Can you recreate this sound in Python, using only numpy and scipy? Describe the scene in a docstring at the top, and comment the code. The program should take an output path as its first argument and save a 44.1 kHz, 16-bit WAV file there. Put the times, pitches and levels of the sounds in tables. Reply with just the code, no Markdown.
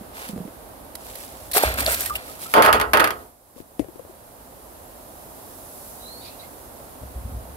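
"""A fish splashes into a wide metal basin of water beside a pond: ringing grains, gliding bubbles, noise spray.
The landing net's hoop clatters on the rim in two bursts: damped basin modes, a noise clang, bright cracks.
Soft bumps, built of damped swings, include a light knock close to the left microphone; wet mesh rustles in
tiny ticks. A faint bird calls in gliding sines and rasping noise, over a soft outdoor rush and hiss of
coloured noise."""
import sys
import numpy as np
from scipy import signal
from scipy.fft import rfft, irfft, next_fast_len
from scipy.io import wavfile
from scipy.ndimage import uniform_filter1d, minimum_filter1d

SR = 44100
rng = np.random.default_rng(int(sys.argv[2]) if len(sys.argv) > 2 else 0)


def dump_mix(stems):
    """Bounce the given channels to the path in sys.argv[1] as a 16-bit WAV at rate SR."""
    frames = np.atleast_2d(stems).T  # one column per channel
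    limited = np.clip(frames, -1, 1)  # hard clip at full scale
    pcm = np.round(limited * 32767).astype(np.int16)
    wavfile.write(sys.argv[1], SR, pcm)


N = 333604
TIME = np.arange(N) / SR
CUTOFF_HZ = 15700

# strokes of the fish's tail churning the water: (time [s], slosh level [dB], spray level [dB])
TAIL_STROKES = [(1.542, -20, -20.5), (1.618, -21.5, -26.5), (1.768, -25, -25), (1.86, -24, -25),
                (1.905, -50, -23.5), (1.99, -35.5, -25), (2.138, -36.5, -43)]
# spectrum of the churned water: (frequency [Hz], level [dB])
SLOSH_SPECTRUM = [(170, -15.5), (260, -6), (400, -4), (640, 3.5), (950, -4.5), (1400, -0.5), (2000, 1),
                  (3000, -10.5), (4500, -6.5)]
# spectrum of the fine spray: (frequency [Hz], level [dB])
SPRAY_SPECTRUM = [(1180, -11), (2000, 0), (2830, -7), (4230, -1.5), (6700, -8.5), (8190, 1.5), (11900, 2),
                  (14900, -1), (16000, -12)]
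# short bright ticks, then slaps and flung drops:
# (time [s], relative level [dB], hold before fading [s], left minus right [dB])
TICKS_AND_SLAPS = [(0.288, -28, 0.0019, 2), (0.953, -25, 0.0019, -7), (1.154, -30, 0.0037, -8),
                   (1.514, -24, 0.007, -3), (1.535, -18.5, 0.044, -1), (1.567, -14.5, 0.008, 5),
                   (1.579, -8.5, 0.0034, 5), (1.627, -22, 0.011, -6), (1.68, -37, .003, 0),
                   (1.74, -21.5, 0.0016, 0), (1.804, -16, 0.0046, -2), (1.86, -19.5, 0.0055, 0),
                   (1.909, -22.5, 0.041, -7), (2.0593, -19, 0.0038, -12), (2.097, -22.5, .001, 0),
                   (2.153, -24, 0.012, 1)]
# bubbles, from low plops to high blips: (time [s], relative level [dB], starting pitch [Hz], t60 [s])
PLOPS_AND_BLIPS = [(1.5332, -17, 4190, 0.013), (1.549, -18.5, 700, 0.087), (1.5632, -14.5, 406, 0.087),
                   (1.569, -2.5, 1260, 0.0092), (1.578, -5, 720, 0.022), (1.636, 6.5, 620, 0.0097),
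                   (1.812, -24, 265, 0.068), (1.864, -0.5, 4050, 0.0041), (1.879, -12, 606, 0.05),
                   (2.066, -28, 1880, 0.1), (2.098, -22, 1303, 0.045), (2.105, -18.5, 1178, 0.12),
                   (2.155, -16, 2750, 0.04), (2.29, -39, 1230, 0.1), (2.392, -39, 1410, 0.022),
                   (2.458, -33, 1290, 0.11)]
STROKE_ATTACK_S, SLOSH_T60_S, SPRAY_T60_S = 0.018, 0.57, 0.43


def splash():
    """Churned water is a cloud of ringing grains under fine spray, with bright noise bursts and bubbles."""
    times, slosh_db, spray_db = np.transpose(TAIL_STROKES)
    churn = grains(SLOSH_SPECTRUM, per_cycle=0.13, spread_db=-0.5, cycles=34.0, clump_db=0.5)
    slosh = surges(times, slosh_db, STROKE_ATTACK_S, SLOSH_T60_S) * churn
    droplets = grains(SPRAY_SPECTRUM, per_cycle=.05, spread_db=4.2, cycles=9.0, clump_db=2.0)
    spray = surges(times, spray_db, STROKE_ATTACK_S, SPRAY_T60_S) * droplets

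    burst_level, bubbles, t = np.zeros((2, N)), np.zeros((2, N)), TIME[:SR // 4]
    for s, db, hold, side_db in TICKS_AND_SLAPS:
        fade = decay(np.maximum(t - hold, 0), t60=.025)
        add(burst_level, s, from_db(db) * pan(side_db) * fade)
    for s, db, hz, t60 in PLOPS_AND_BLIPS:
        add(bubbles, s, from_db(db) * pulse(t, hz, t60, glide=0.2))   # a rising bubble rises in pitch
    bubbles[1] = np.roll(bubbles[0], round(0.0002 * SR))   # the basin lies to the left: that side leads
    bursts = from_db(-4.0) * burst_level * noise(SPRAY_SPECTRUM)
    return (slosh + bubbles) * pan(-2.3) + spray + bursts


# shoves of the basin's bottom by water or hoop: (time [s], relative level [dB])
BOTTOM_HEAVES = [(1.45, -37.5), (1.645, -20), (1.78, -24), (2.03, -31), (2.535, -32), (2.65, -36),
                 (2.72, -20), (2.93, -44), (7.011, -28), (7.15, -25.5), (7.24, -22.5), (7.31, -26),
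                 (7.48, -33.5)]
# spectrum of the boom: (frequency [Hz], level [dB])
HEAVE_SPECTRUM = [(28, -41), (45, -11.5), (62, 6.5), (80, -8), (105, -4), (140, -21.5), (260, -16),
                  (350, -47)]
HEAVE_ATTACK_S, HEAVE_T60_S = 0.014, 0.73


def heave():
    """The water-laden bottom of the basin booms softly when shoved."""
    times, dbs = np.transpose(BOTTOM_HEAVES)
    level = from_db(-6.5) * surges(times, dbs, HEAVE_ATTACK_S, HEAVE_T60_S)
    return level * noise(HEAVE_SPECTRUM)


# hoop on the rim, also played by the clang and the cracks:
# (time [s], relative ring level [dB], relative crack level [dB], pitch of the modes most favoured [Hz])
HOOP_KNOCKS = [(2.5385, 4, -1.5, 810), (2.6224, -3, -5, 1550), (2.65, -15.5, -22, 1160),
               (2.661, -6.5, -14, 1350), (2.728, -11.5, -12, 1620), (2.799, -19, -29, 1410),
               (2.813, -21, -26, 1330), (2.934, -9, -15.5, 2200), (2.972, -14.5, -24, 1500),
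               (2.997, -11, -23.5, 2000), (3.002, -22.5, -21.5, 1800), (3.042, -16, -21.5, 1700),
               (3.074, -26.5, -30, 1490), (3.106, -31, -30.5, 1500)]
# strong modes of the basin: (frequency [Hz], relative level [dB], t60 before choking [s])
BASIN_MODES = [(73, -23, .5), (103, -22, .5), (226, -15, .4), (315, -11, .42), (425, -5, .4),
               (516, -14, .3), (650, -8, .32), (730, -11, .28), (787, -11, .3), (844, -10, .4),
               (898, -5, .34), (968, -15, .3), (1057, -7, .32), (1092, -9, .28), (1217, -7, .38),
               (1259, -7, .28), (1306, -8, .28), (1421, -7, .26), (1487, -8, .27), (1555, -9, .24),
               (1660, -11, .24), (1701, -10, .23), (1824, -14, .22), (1910, -11, .24), (2062, -14, .22),
               (2745, -16, .18)]
# level balance of the ringing metal at the microphones: (frequency [Hz], left minus right [dB])
METAL_BALANCE = [(60, 2), (110, -2), (200, -2), (380, -3), (700, 0.5), (1290, -4.5), (2380, -4.5),
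                 (4400, -3.5), (8120, -1), (15000, 14.5)]


def basin_modes():
    """Each knock lands on a new spot of the rim and so shares its force out differently among the modes."""
    out, t = np.zeros((2, N)), TIME[:SR]
    hz, mode_db, t60 = np.transpose(BASIN_MODES)
    rings = np.array([np.exp(2j * np.pi * f * t) * decay(t, life) for f, life in zip(hz, t60)])
    apart = np.arccos(np.clip(at_hz(CLOSE_LIKENESS, hz), -1, 1))   # the left side leads in phase
    ears = np.exp(.5j * apart * [[1], [-1]]) * from_db(at_hz(METAL_BALANCE, hz) * [[.5], [-.5]])
    for s, ring_db, _, centre_hz in HOOP_KNOCKS:
        scatter_db = 2.8 * rng.standard_normal(len(hz))
        share = from_db(ring_db + mode_db + favour(hz, centre_hz) - 6.0 + scatter_db)
        phases = np.exp(2j * np.pi * rng.random(len(hz)))
        ringing = ((ears * share * phases) @ rings).real
        add(out, s, ringing * choke(s, t))
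    return out


# spectrum of the crowded weaker modes: (frequency [Hz], level [dB])
CLANG_SPECTRUM = [(170, -10), (350, 2.5), (600, 10.5), (980, 5.5), (1300, 11.5), (1900, 0.5), (2800, -3),
                  (4500, -16), (7300, -34.5), (11500, -24), (16000, -43)]
# how long they ring before choking: (frequency [Hz], t60 [s])
CLANG_DECAY = [(400, 0.45), (1400, 0.26), (3500, 0.17), (10000, 0.13)]


def basin_clang(count=14):
    """Crowded weak modes blur into a clang that dies fastest in the treble; harder cracks lift the treble."""
    out, metal = np.zeros((2, N)), noise(CLANG_SPECTRUM)
    edges, t = np.geomspace(140, 17000, count + 1), TIME[:SR]
    chokes = [choke(row[0], t) for row in HOOP_KNOCKS]
    for low, high in zip(edges, edges[1:]):
        hz, energy = np.sqrt(low * high), np.zeros((1, N))
        treble = np.clip(np.log(hz / 1500) / np.log(5), 0, 1)
        life = decay(t, at_hz(CLANG_DECAY, hz))
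        for (s, ring_db, crack_db, centre_hz), damped in zip(HOOP_KNOCKS, chokes):
            body_db = ring_db + favour(hz, centre_hz) + 5.0
            db = (1 - treble) * body_db + treble * (crack_db + 24.0)
            add(energy, s, (from_db(db) * damped * life) ** 2)
        band_filter = signal.butter(2, [low, high], "band", fs=SR, output="sos")
        band = signal.sosfilt(band_filter, metal)
        out += band * np.sqrt(energy) * pan(at_hz(METAL_BALANCE, hz))
    return out


# spectrum of metal on metal, also of the bumps' ticks: (frequency [Hz], level [dB])
CRACK_SPECTRUM = [(530, -43), (900, -8), (1920, -4.5), (3640, -16.5), (4150, -16), (7580, -28), (9650, -19),
                  (13400, -19.5), (16000, -44.5)]


def cracks():
    """The bright instant of metal meeting metal is a short burst of noise."""
    out, t = np.zeros((2, N)), TIME[:SR // 10]
    for s, _, crack_db, _ in HOOP_KNOCKS:
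        burst = decay(t, t60=.028) * noise(CRACK_SPECTRUM, size=len(t))
        add(out, s, from_db(crack_db + 12.0) * burst)
    return out * pan(0.76)


CHOKE_DB = 7.5   # what a later knock of 0 dB ring level takes from the ring of the earlier ones


def choke(s, t):
    """Gain on the ring of the knock at time s: each later contact of the hoop damps it, a hard one most."""
    loss = 0
    for later, db, _, _ in HOOP_KNOCKS:
        if later > s + .02:
            loss = loss + from_db(db / 2) * np.clip((s + t - later) * 250, 0, 1)   # sets in over 4 ms
    return from_db(-CHOKE_DB * loss)


def favour(hz, centre_hz):
    """In dB: a knock feeds modes near its own pitch best; the contact is too slow for much higher ones."""
    octaves = np.log2(hz / centre_hz)
    return 2.5 - 5.0 * np.clip(octaves, 0, 1.5) - 3.0 * np.clip(-octaves, 0, 1.5)


# dull handling bumps: (time [s], swing level [dB], starting pitch [Hz], t60 [s], left minus right [dB])
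HANDLING_BUMPS = [(0.01, -25.5, 220, 0.047, -4.5), (0.292, -24.5, 218, 0.072, -6),
                  (0.330, -24, 192, 0.14, -5), (0.360, -20, 244, 0.056, -4), (0.378, -18, 190, 0.029, -3),
                  (0.401, -21.5, 187, .1, -4.5), (0.451, -23, 206, 0.05, -5),
                  (0.477, -25.5, 296, 0.051, -6), (3.561, -38, 270, 0.049, 17),
                  (3.579, -43, 554, 0.083, 17), (3.602, -31.5, 315, 0.021, 22),
                  (3.7945, -12.5, 311, .05, 20), (3.844, -28.5, 430, 0.02, 19),
                  (3.885, -34.5, 346, 0.041, 24), (3.957, -37, 382, 0.024, 30), (3.994, -34, 522, 0.04, 25),
                  (4.049, -35, 553, .025, 15), (4.095, -41.5, 360, 0.05, 21),
                  (6.802, -30.5, 640, 0.028, -2), (7.034, -29.5, 615, 0.021, 11)]
# spectrum of their scuff: (frequency [Hz], level [dB])
SCUFF_SPECTRUM = [(55, 8), (250, -1.5), (480, 6), (700, -2), (1000, -45), (2000, -21), (5000, -32),
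                  (11000, -24), (16000, -43)]
OVERTONE_RATIO, OVERTONE_DB = 2.06, -12.5   # second mode of a bump, level relative to the first


def bumps():
    """Soft blows near the microphone: a tiny tick, a low damped swing with one overtone and a dull scuff."""
    out, t = np.zeros((2, N)), TIME[:SR // 4]
    for s, db, hz, t60, side_db in HANDLING_BUMPS:
        overtone = from_db(OVERTONE_DB) * pulse(t, OVERTONE_RATIO * hz, t60 / 2, glide=0)
        swing = pulse(t, hz, t60, glide=-0.2) + overtone
        scuff = from_db(-17.0) * decay(t, t60=.12) * noise(SCUFF_SPECTRUM, size=len(t))
        tick = from_db(-13.0) * decay(t, t60=0.005) * noise(CRACK_SPECTRUM, size=len(t))
        tick_share = min(hz / 300, 1) ** 4   # the lowest bumps hardly tick
        add(out, s, from_db(db) * (pan(side_db) * (swing + scuff) + tick_share * tick))
    return out


# mesh and sleeve rubbing: (time [s], length [s], tick level [dB], scrape relative to ticks [dB])
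MESH_RUBS = [(0.12, 0.23, -39, -0.5), (0.954, 0.34, -42, -20), (1.15, 0.28, -44, -21),
             (1.352, 0.24, -46.5, -18), (2.205, 0.24, -41.5, -8), (2.393, 0.094, -34.5, -18),
             (2.466, 0.13, -36.5, -18), (3.55, 0.086, -50, -11)]
# spectrum of the fine ticks: (frequency [Hz], level [dB])
TICK_SPECTRUM = [(700, -8), (1800, 0), (2600, -8), (4500, -1), (7000, -18), (9000, -1.5), (11800, 4.5),
                 (16000, -21)]
# spectrum of the coarse scrape: (frequency [Hz], level [dB])
SCRAPE_SPECTRUM = [(450, -2.5), (900, 4), (1900, -1), (2800, -6.5), (5000, -21)]


def rustle():
    """Mesh threads slip in tiny ticks, with a coarser scrape under pressure; each rub swells and fades."""
    ticking, scraping = np.zeros(N), np.zeros(N)
    for s, length, db, scrape_db in MESH_RUBS:
        rub = from_db(db) * hump(s, length, crest=0.43)
        ticking += rub
        scraping += from_db(scrape_db) * rub
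    ticks = grains(TICK_SPECTRUM, per_cycle=.06, spread_db=1.0, cycles=2.7, clump_db=1.3)
    scrape = grains(SCRAPE_SPECTRUM, per_cycle=.15, spread_db=1.0, cycles=4.0, clump_db=1.5, count=10)
    return (ticking * ticks + scraping * scrape) * pan(-2.8)


# bird notes: (time [s], length [s], starting pitch [Hz], glide [Hz/s], level [dB], rasp share [0-1])
BIRD_NOTES = [(5.987, 0.28, 3790, 2896, -45, 0), (6.202, 0.057, 3650, 7000, -48.5, 0.2),
              (6.236, 0.036, 4090, 32000, -45, 0.2), (6.248, 0.061, 4700, 2000, -49, 0.7),
              (6.221, 0.17, 2240, 4000, -51.5, .7), (6.388, 0.036, 3950, -1500, -44.5, 0.14),
              (6.4, 0.083, 2100, 0, -50.5, 0.5)]
# spectrum of the rasp: (frequency [Hz], level [dB])
RASP_SPECTRUM = [(1600, -14), (2400, -2.5), (3100, -8), (4100, 5), (5000, -5), (6500, -15)]
NOTE_CREST = 0.42   # share of a note's length at which it is loudest


def bird():
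    """A thin rising whistle breaks into short rasping notes with a fainter low voice under them."""
    out, hoarse = np.zeros((2, N)), noise(RASP_SPECTRUM)
    waver = .022 * rms_one(uniform_filter1d(rng.standard_normal((2, N)), size=60))
    for s, length, start_hz, glide, db, rasp in BIRD_NOTES:
        hz = start_hz + glide * np.clip(TIME - s, 0, length)
        rasp = np.clip(rasp, 0, 1)
        cycles = np.cumsum(hz * (1 + waver), axis=1) / SR
        whistle = np.sqrt(2) * np.sin(2 * np.pi * cycles)
        voice = np.sqrt(1 - rasp) * whistle + np.sqrt(rasp) * hoarse
        out += from_db(db) * hump(s, length, NOTE_CREST) * voice
    return out * pan(-5.0)


# spectrum of the distant low rush: (frequency [Hz], level [dB])
RUSH_SPECTRUM = [(15, -33.5), (25, -13), (54, 0.5), (108, -5), (188, -8), (258, -2.5), (306, -5.5),
                 (449, -6), (510, -3.5), (658, -2), (1010, -7.5), (2250, -22), (4000, -25), (5200, -28.5),
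                 (8800, -120)]
# spectrum of the fine high hiss: (frequency [Hz], level [dB])
HISS_SPECTRUM = [(1470, -42.5), (2500, -23), (3890, -10.5), (7080, -6.5), (11600, 2), (14900, -4),
                 (15600, -4), (16000, -29)]
# likeness of the distant background at the two microphones: (frequency [Hz], correlation [-1 to 1])
DISTANT_LIKENESS = [(60, 0.91), (130, 0.79), (290, 0.57), (640, 0.36), (1410, -0.31), (3100, 0.055),
                    (6820, -0.085), (15000, 0.082)]
RUSH_DB, HISS_DB = -43, -50.0   # outside the dip and the swell
# the dip after the clatter: start, time to sink, time constant of the return; depths
DIP_S, SINK_S, RETURN_S = 3.21, 0.15, 0.75
RUSH_DIP_DB, HISS_DIP_DB = 13.5, 8.5
# swell of the hiss: time of the crest, its height, time constant either side
CREST_S, CREST_DB, CREST_WIDTH_S = 5.86, 8.0, 0.79


def outdoors():
    """A distant low rush under a fine high hiss; both dip after the clatter, and later the hiss swells once."""
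    since = TIME - DIP_S
    dip = np.clip(since / SINK_S, 0, 1) * np.exp(-np.maximum(since - SINK_S, 0) / RETURN_S)
    swell = np.exp(-np.abs(TIME - CREST_S) / CREST_WIDTH_S)
    rush_level = from_db(RUSH_DB - RUSH_DIP_DB * dip)
    hiss_level = from_db(HISS_DB - HISS_DIP_DB * dip + CREST_DB * swell)
    rush = rush_level * noise(RUSH_SPECTRUM, DISTANT_LIKENESS) * pan(-2.3)
    hiss = hiss_level * noise(HISS_SPECTRUM, DISTANT_LIKENESS) * pan(-3.5)
    return rush + hiss


# likeness of close sounds at the two microphones: (frequency [Hz], correlation [-1 to 1])
CLOSE_LIKENESS = [(60, 1), (130, 0.82), (290, 1), (640, 0.26), (1410, -0.46), (3100, 0.33), (6820, -0.18),
                  (15000, 0.49)]


def noise(colour, likeness=CLOSE_LIKENESS, size=N):
    """Stereo noise of a given colour, its two sides as alike at each frequency as likeness says; rms 1."""
    padded = next_fast_len(size)
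    hz = np.arange(padded // 2 + 1) * SR / padded
    mid, side = rfft(rng.standard_normal((2, padded)))
    alike = np.clip(at_hz(likeness, hz), -1, 1)
    low_skirt = 1 / (1 + (colour[0][0] / (hz + 1)) ** 8)
    high_skirt = 1 / (1 + (hz / colour[-1][0]) ** 8)
    both = np.sqrt(1 + alike) * mid + np.sqrt(1 - alike) * side * [[1], [-1]]
    gain = from_db(at_hz(colour, hz)) * np.minimum(4 * low_skirt * high_skirt, 1)
    return rms_one(irfft(both * gain, padded)[:, :size])


def grains(colour, per_cycle, spread_db, cycles, clump_db, count=26):
    """Random tiny ringing events in clumps, high ones most frequent, each pitch with its own delay; rms 1."""
    out = np.zeros((2, N))
    clumps = from_db(clump_db * rms_one(uniform_filter1d(rng.standard_normal(N), size=350)))
    for hz in np.geomspace(colour[0][0], min(colour[-1][0], CUTOFF_HZ), count):
        born = int(per_cycle * hz * N / SR) + 1
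        sizes = from_db(spread_db * np.minimum(rng.exponential(1, born), 4))
        sizes = sizes * rng.choice([-1, 1], born)
        clicks = clumps * np.bincount(rng.integers(0, N, born), sizes, N) + 1e-18
        r = decay(1 / SR, cycles / hz)   # a resonator rings for the given cycles to -60 dB
        resonator = [1, -2 * r * np.cos(2 * np.pi * hz / SR), r * r]
        rung = rms_one(signal.lfilter([1, 0, -1], resonator, clicks))
        lag = round(rng.uniform(-.00036, -.00014) * SR)   # the left side leads
        out += from_db(at_hz(colour, hz)) * np.sqrt(hz) * np.array([np.roll(rung, lag), rung])
    return rms_one(out)


ONSET_CYCLES = 0.84   # a swing takes this many cycles to build up


def pulse(t, hz, t60, glide):
    """A damped sine that builds up within a cycle and whose pitch glides by a share over its t60."""
    onset = np.minimum(t * hz / ONSET_CYCLES, 1)
    bent_time = t + glide * t * np.minimum(t / t60, 2) / 2
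    return onset * np.sin(2 * np.pi * hz * bent_time) * decay(t, t60)


def surges(times, dbs, attack_s, t60):
    """At each time a quick rise and a slow dying away; where they overlap their energies add up."""
    energy, t = np.zeros((1, N)), TIME[:2 * SR]
    shape = np.minimum(t / attack_s, 1) * decay(np.maximum(t - attack_s, 0), t60)
    for s, db in zip(times, dbs):
        add(energy, s, (from_db(db) * shape) ** 2)
    return np.sqrt(energy)


def hump(s, length, crest):
    """A smooth rise and fall from time s, of height 1 at the share crest of its length."""
    corners = s + length * np.array([0, np.clip(crest, .05, .95), 1])
    return np.sin(np.interp(TIME, corners, [0, np.pi / 2, np.pi]))


def decay(t, t60):
    """An exponential fall of 60 dB in t60 seconds."""
    return from_db(-60 * t / max(t60, .001))


def from_db(db):
    """Decibels to amplitude."""
    return 10 ** (np.asarray(db) / 20)


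def rms_one(x):
    """Scale to an rms of 1."""
    return x / np.sqrt(np.mean(x ** 2) + 1e-20)


def at_hz(points, hz):
    """Read a table of (frequency, value) along a logarithmic frequency axis."""
    known, value = np.transpose(points)
    return np.interp(np.log(np.maximum(hz, 1)), np.log(known), value)


def pan(db):
    """Left and right gains that differ by db, left the louder when positive."""
    return from_db(np.array([[db], [-db]]) / 2)


def add(out, s, sound):
    """Mix a sound in from time s."""
    start = max(round(s * SR), 0)
    out[:, start:start + sound.shape[-1]] += sound[..., :N - start]


def limiter(x, ceiling_db, release_db_per_s, ahead_s):
    """The gain ducks just ahead of a peak above the ceiling and then recovers at a steady rate in dB."""
    over = np.maximum(20 * np.log10(np.abs(x).max(axis=0) + 1e-9) - ceiling_db, 0)
    ahead = max(int(ahead_s * SR), 2)
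    early = -minimum_filter1d(-over, 2 * ahead + 1)   # the largest excess nearby
    held = np.maximum.accumulate(early + release_db_per_s * TIME) - release_db_per_s * TIME
    return x * from_db(-uniform_filter1d(held, ahead // 2 + 1))


def scene():
    """The splash and clatter in the basin, the handling close by, the bird and the outdoors behind."""
    basin = splash() + heave() + basin_modes() + basin_clang() + cracks()
    return basin + bumps() + rustle() + bird() + outdoors()


def record(dry):
    """Loud peaks are limited and the top is cut."""
    limited = limiter(dry, ceiling_db=-.3, release_db_per_s=400.0, ahead_s=.003)
    top_cut = signal.ellip(10, .1, 90, CUTOFF_HZ, fs=SR, output="sos")
    return signal.sosfilt(top_cut, limited)


dry = scene()
out = record(dry)
dump_mix(out)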